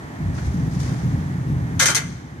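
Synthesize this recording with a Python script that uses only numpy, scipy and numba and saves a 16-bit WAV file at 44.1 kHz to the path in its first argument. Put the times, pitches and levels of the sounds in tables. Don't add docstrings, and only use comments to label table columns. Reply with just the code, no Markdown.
import sys
import numpy as np
from scipy import signal
from scipy.fft import rfft, irfft
from scipy.io import wavfile
from scipy.ndimage import uniform_filter1d
from numba import njit

SR = 44100
rng = np.random.default_rng(int(sys.argv[2]) if len(sys.argv) > 2 else 0)


def bounce(signal):
    frames = np.transpose(np.atleast_2d(signal))
    limited = np.clip(frames, -1, 1)
    pcm = np.round(limited * 32767).astype(np.int16)
    wavfile.write(sys.argv[1], SR, pcm)


N = 105840

# f/Hz, level/dB
BUFFET_COLOUR = [(25, -45), (36, -24), (50, 12), (65, 18), (95, 22), (125, 8), (200, -78)]
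RUMBLE_COLOUR = [(70, -37.5), (105, -3.5), (126, 6.5), (145, 4), (175, 3), (210, -11), (255, -8.5),
                 (320, -16), (450, -27.5), (900, -58)]
# t/s, level/dB
BUFFET_GUSTS = [(0.0, -60), (0.038, -39), (0.122, -49), (0.168, -41), (0.286, -20.5), (0.332, -34),
                (0.352, -30), (0.406, -34.5), (0.46, -18), (0.544, -32), (0.876, -28), (0.97, -43),
                (1.03, -28.5), (1.056, -33), (1.084, -30), (1.164, -24.5), (1.298, -36), (1.64, -27),
                (1.656, -37.5), (1.78, -29), (1.82, -40), (2.0, -34.5), (2.13, -32.5), (2.2, -38),
                (2.4, -38)]
RUMBLE_GUSTS = [(0.0, -39.5), (0.172, -39.5), (0.218, -26), (0.336, -29), (0.356, -30), (0.524, -29.5),
                (0.54, -24), (0.678, -22), (0.704, -31.5), (0.752, -22), (0.886, -26.5), (0.922, -22),
                (1.01, -30), (1.066, -17.5), (1.104, -27.5), (1.134, -21.5), (1.238, -28), (1.398, -24.5),
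                (1.446, -29.5), (1.496, -20.5), (1.704, -28), (1.78, -26.5), (1.82, -25), (1.98, -28),
                (2.065, -24.5), (2.15, -29), (2.2, -34), (2.4, -33)]
# f/Hz, level/dB
TRAFFIC_LOWS = [(30, -39), (100, -26), (250, 7)]
TRAFFIC_WASH = [(400, -4.5), (550, -7), (800, -5), (1200, -9.5), (1500, -10.5), (1800, -7), (2200, -15),
                (2800, -24), (4300, -26.5), (5400, -28.5), (6400, -27.5), (8300, -30.5), (10500, -36),
                (12000, -41), (14000, -36)]
# f/Hz, shared power/fraction
TRAFFIC_LIKENESS = [(200, 1), (700, 0.22), (1500, 0.68), (3000, 0.39), (8000, 0.085)]
# t/s, level/dB, attack/s, decay/s, grind over hiss/dB
SLIPS = [(.325, -45.5, 0.032, 0.35, -4), (0.373, -47, 0.012, 0.02, 13), (.69, -46, 0.046, 0.31, -32),
         (0.798, -40, .004, 0.16, -1.5), (.85, -53, 0.028, 0.27, 10.5)]
# f/Hz, level/dB
SCRAPE_COLOUR = [(300, 2), (1000, -1.5), (2000, 2.5), (2800, -6.5), (4500, -1), (6300, -0.5), (7500, -5.5),
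                 (10000, -10), (14000, -27)]
# t/s, level/dB, thud/dB, bite/dB, brightness/dB, chatter decay/s, mode push/dB
STEEL_BLOWS = [(0.381, -35.5, 12.5, 4, -5, .028, 2), (0.465, -36.5, 0, -15, 0, .004, 6),
               (0.801, -34.5, -4, -13, 7.5, 0.011, -3), (1.7936, -14, -13, -14, -1, 0.0036, -2),
               (1.7970, -5, -3, 6, 3, 0.0037, -4), (1.8018, -1, -12, 0.5, 0, .009, 3.5),
               (1.8120, 0.5, 4, 0, 2.5, 0.013, 1.5), (1.8260, -3, 8, -3, 3.5, 0.0053, -0.5),
               (1.8567, 2, -1.5, -3, 2, 0.0052, 0), (1.866, -1.5, -33, -4, 5.5, 0.021, 2),
               (1.886, 1, 5.5, -1, -5.5, 0.0047, 2), (1.901, -3.5, -6, 1.5, 1, 0.01, -1.5),
               (1.9476, -5, -1, -1, 7, 0.0034, -5), (1.954, -2.5, -13, -8, 2.5, 0.005, 0),
               (1.964, -2, 1, -3.5, -0.5, 0.011, 5), (1.995, -20, -7, -2, -27, .012, 6)]
# f/Hz, level/dB
CLANG_COLOUR = [(150, -12), (350, -2.5), (700, -6), (1100, -3), (1450, 4.5), (1850, -1), (2200, 2),
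                (2500, -2), (2750, -10), (3150, -1), (3400, -4.5), (3800, -1.5), (4600, -1), (5000, -3),
                (6300, 3.5), (7200, -3), (8000, -1), (10500, -8), (14000, -19)]
# f/Hz, t60/s
CLANG_DECAY = [(300, 0.27), (1800, 0.3), (4000, 0.13), (12000, 0.12)]
FRAME_PITCHES = [900, 1110, 1368, 1413, 1534, 1631, 1771, 2073, 2160, 2212, 2305, 3105, 4616, 5994, 6146,
                 6270, 6428, 6740]
# level/dB, t60/s
FRAME_RING = [(-7, 0.26), (-6.5, 0.24), (-11.5, 0.15), (1, 0.13), (-8, 0.18), (1, .24), (-6, .2), (4, 0.31),
              (-4, 0.32), (-6, 0.19), (-7.5, 0.17), (-7.5, 0.33), (-8, 0.18), (-4, 0.15), (1, .16),
              (-4, 0.11), (-20, 0.19), (-4, 0.18)]
# f/Hz, t60/s
YARD_DECAY = [(300, 0.98), (2000, 1), (6000, 0.78), (12000, 0.29)]
# f/Hz, left minus right level/dB
PORT_BALANCE = [(200, 0), (1200, -2), (2250, -2.5), (3100, 9), (4500, 2.5), (6400, 10.5), (8000, -2.5),
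                (9500, -3.5), (11000, -4.5), (13000, 2.5)]


def undb(db):
    return 10 ** (np.asarray(db) / 20)


def along(points, hz):
    freqs, values = np.array(points, float).T
    return np.interp(np.log(np.maximum(hz, 1)), np.log(freqs), values)


def bins(size=N):
    return np.fft.rfftfreq(size, 1 / SR)


def noise(colour, channels=2, size=N):
    white = rfft(rng.standard_normal((channels, size)))
    y = irfft(white * undb(along(colour, bins(size))), size)
    return y / y.std()


def drift(rate_hz):
    y = irfft(rfft(rng.standard_normal(N)) * np.exp(-(bins() / rate_hz) ** 2), N)
    return (y - y.mean()) / y.std()


def add(out, start, x):
    i = int(start * SR)
    out[..., i:i + x.shape[-1]] += x[..., :N - i]


def ring(x, response):
    return signal.fftconvolve(np.atleast_2d(x), response, axes=1)[:, :N]


def tail(colour, t60s, accent=((1, 0),), size=SR):
    t, f, out, energy = np.arange(size) / SR, bins(size), 0, 0
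    source = rfft(noise(colour, size=size))
    power = np.abs(source) ** 2
    octaves = 125 * 2. ** np.arange(8)
    for hz, pick in zip(octaves, np.eye(len(octaves))):
        band = along(list(zip(octaves, pick)), f)
        fade = np.exp(-np.log(1000) * t / along(t60s, hz))
        out = out + irfft(source * band * undb(along(accent, f)), size) * fade
        energy += np.sum(power * band) / np.sum(power) * np.sum(fade ** 2)
    return out / np.sqrt(energy)


def from_left(x, lead_s=0.00031):
    return irfft(rfft(x) * np.exp(-2j * np.pi * bins() * np.array([[0], [lead_s]])), N)


def wind(side_db=-22):
    t, out = np.arange(N) / SR, 0
    for colour, gusts, trim_db in ((BUFFET_COLOUR, BUFFET_GUSTS, 1), (RUMBLE_COLOUR, RUMBLE_GUSTS, 1.5)):
        mid, side = noise(colour)
        power = uniform_filter1d(uniform_filter1d(mid ** 2, size=2200), size=900)
        mid = mid / np.sqrt(power)
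        width = undb(side_db) * side * np.array([[1], [-1]])
        gust = undb(trim_db + np.interp(t, *np.array(gusts).T))
        out = out + gust * (from_left(mid) + width)
    return signal.sosfilt(signal.butter(4, 38, "high", fs=SR, output="sos"), out)


def traffic(level_db=-36.5, swell_db=.35):
    colour = TRAFFIC_LOWS + TRAFFIC_WASH
    share = np.clip(along(TRAFFIC_LIKENESS, bins()), 0, 1)
    common = rfft(from_left(noise(colour, channels=1)))
    diffuse = rfft(noise(colour))
    wash = irfft(np.sqrt(share) * common + np.sqrt(1 - share) * diffuse, N)
    return wash * undb(level_db + swell_db * drift(rate_hz=2))


def scrapes(grind_hz=1560, flutter_db=1.3):
    t, out = np.arange(N) / SR, 0
    lowpass = signal.butter(2, grind_hz, "low", fs=SR, output="sos")
    for start, db, attack, decay, grind_db in SLIPS:
        rise = np.clip((t - start) / attack, 0, 1)
        fall = np.exp(-np.maximum(t - start - attack, 0) / decay)
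        hiss = noise(SCRAPE_COLOUR)
        grind = signal.sosfilt(lowpass, noise(SCRAPE_COLOUR))
        out = out + undb(db) * rise * fall * (hiss + undb(grind_db) * grind / grind.std())
    return out * undb(flutter_db * drift(rate_hz=90))


def contact(decay_s, size, hits_per_s=1500, chatter_db=2.5):
    hits = rng.standard_normal(size) * (rng.random(size) < hits_per_s / SR)
    hits *= np.exp(-np.arange(size) / SR / decay_s)
    hits *= undb(chatter_db) / np.sqrt(np.sum(hits ** 2) + 1e-9)
    hits[0] = 1
    return hits


def clank(clang_db=11.5, frame_db=-39, crack_db=-2, crack_s=0.0017, size=24000):
    thud_hz, bite_hz, pivot_hz, bright_hz = 620, 1380, 2030, 5500
    selectivity = 1.7
    t, modes = np.arange(size) / SR, len(FRAME_PITCHES)
    clang, frame = np.zeros((2, N)), np.zeros((modes, N), complex)
    mode_db, t60 = np.array(FRAME_RING).T
    rings = np.exp((2j * np.pi * np.array(FRAME_PITCHES) - np.log(1000) / t60)[:, None] * t)
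    crack = 1 + undb(crack_db) * np.exp(-t / crack_s)
    for start, db, thud_db, bite_db, bright_db, chatter_s, push_db in STEEL_BLOWS:
        accent = [(thud_hz, thud_db), (bite_hz, bite_db), (pivot_hz, 0), (bright_hz, bright_db)]
        body = tail(CLANG_COLOUR, CLANG_DECAY, accent, size) * crack
        add(clang, start, undb(db + clang_db) * ring(contact(chatter_s, size), body))
        push = undb(db + push_db + selectivity * along(accent, FRAME_PITCHES))
        phase = np.exp(2j * np.pi * rng.random(modes))
        add(frame, start, (push * phase)[:, None] * rings)
    gain = undb(frame_db + mode_db) / frame.real.std(axis=1)
    ear_phase = np.exp(.7j * rng.standard_normal((2, modes)))
    return clang + ((ear_phase * gain) @ frame).real


def yard(x, wet_db=-19, build_s=.025):
    bloom = 1 - np.exp(-np.arange(SR) / SR / build_s)
    echo = tail(colour=[(100, -15.5), (7000, -8), (14000, -9)], t60s=YARD_DECAY) * bloom
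    return undb(wet_db) * ring(x, echo)


def scene():
    steel = clank() + scrapes()
    return steel + yard(steel) + wind() + traffic()


@njit
def follow(x, attack_s, release_s):
    out, level = np.empty(len(x)), 0.
    for i in range(len(x)):
        level += (x[i] - level) / (SR * (attack_s if x[i] > level else release_s))
        out[i] = level
    return out


def record(dry, threshold_db=-13.5, window_s=0.0203, ceiling=.9, top_hz=14200):
    ports = undb(along(PORT_BALANCE, bins()) * np.array([[.5], [-.5]]))
    x = irfft(rfft(dry) * ports, N)
    power = uniform_filter1d(np.mean(x ** 2, axis=0), int(window_s * SR) + 1)
    held = follow(np.sqrt(np.abs(power)), attack_s=0.0014, release_s=2.7)
    x = x / np.maximum(held / undb(threshold_db), 1)
    x = x / (1 + (x / ceiling) ** 4) ** .25
    return signal.sosfilt(signal.ellip(8, .2, 70, top_hz, fs=SR, output="sos"), x)


dry = scene()
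out = record(dry)
bounce(out)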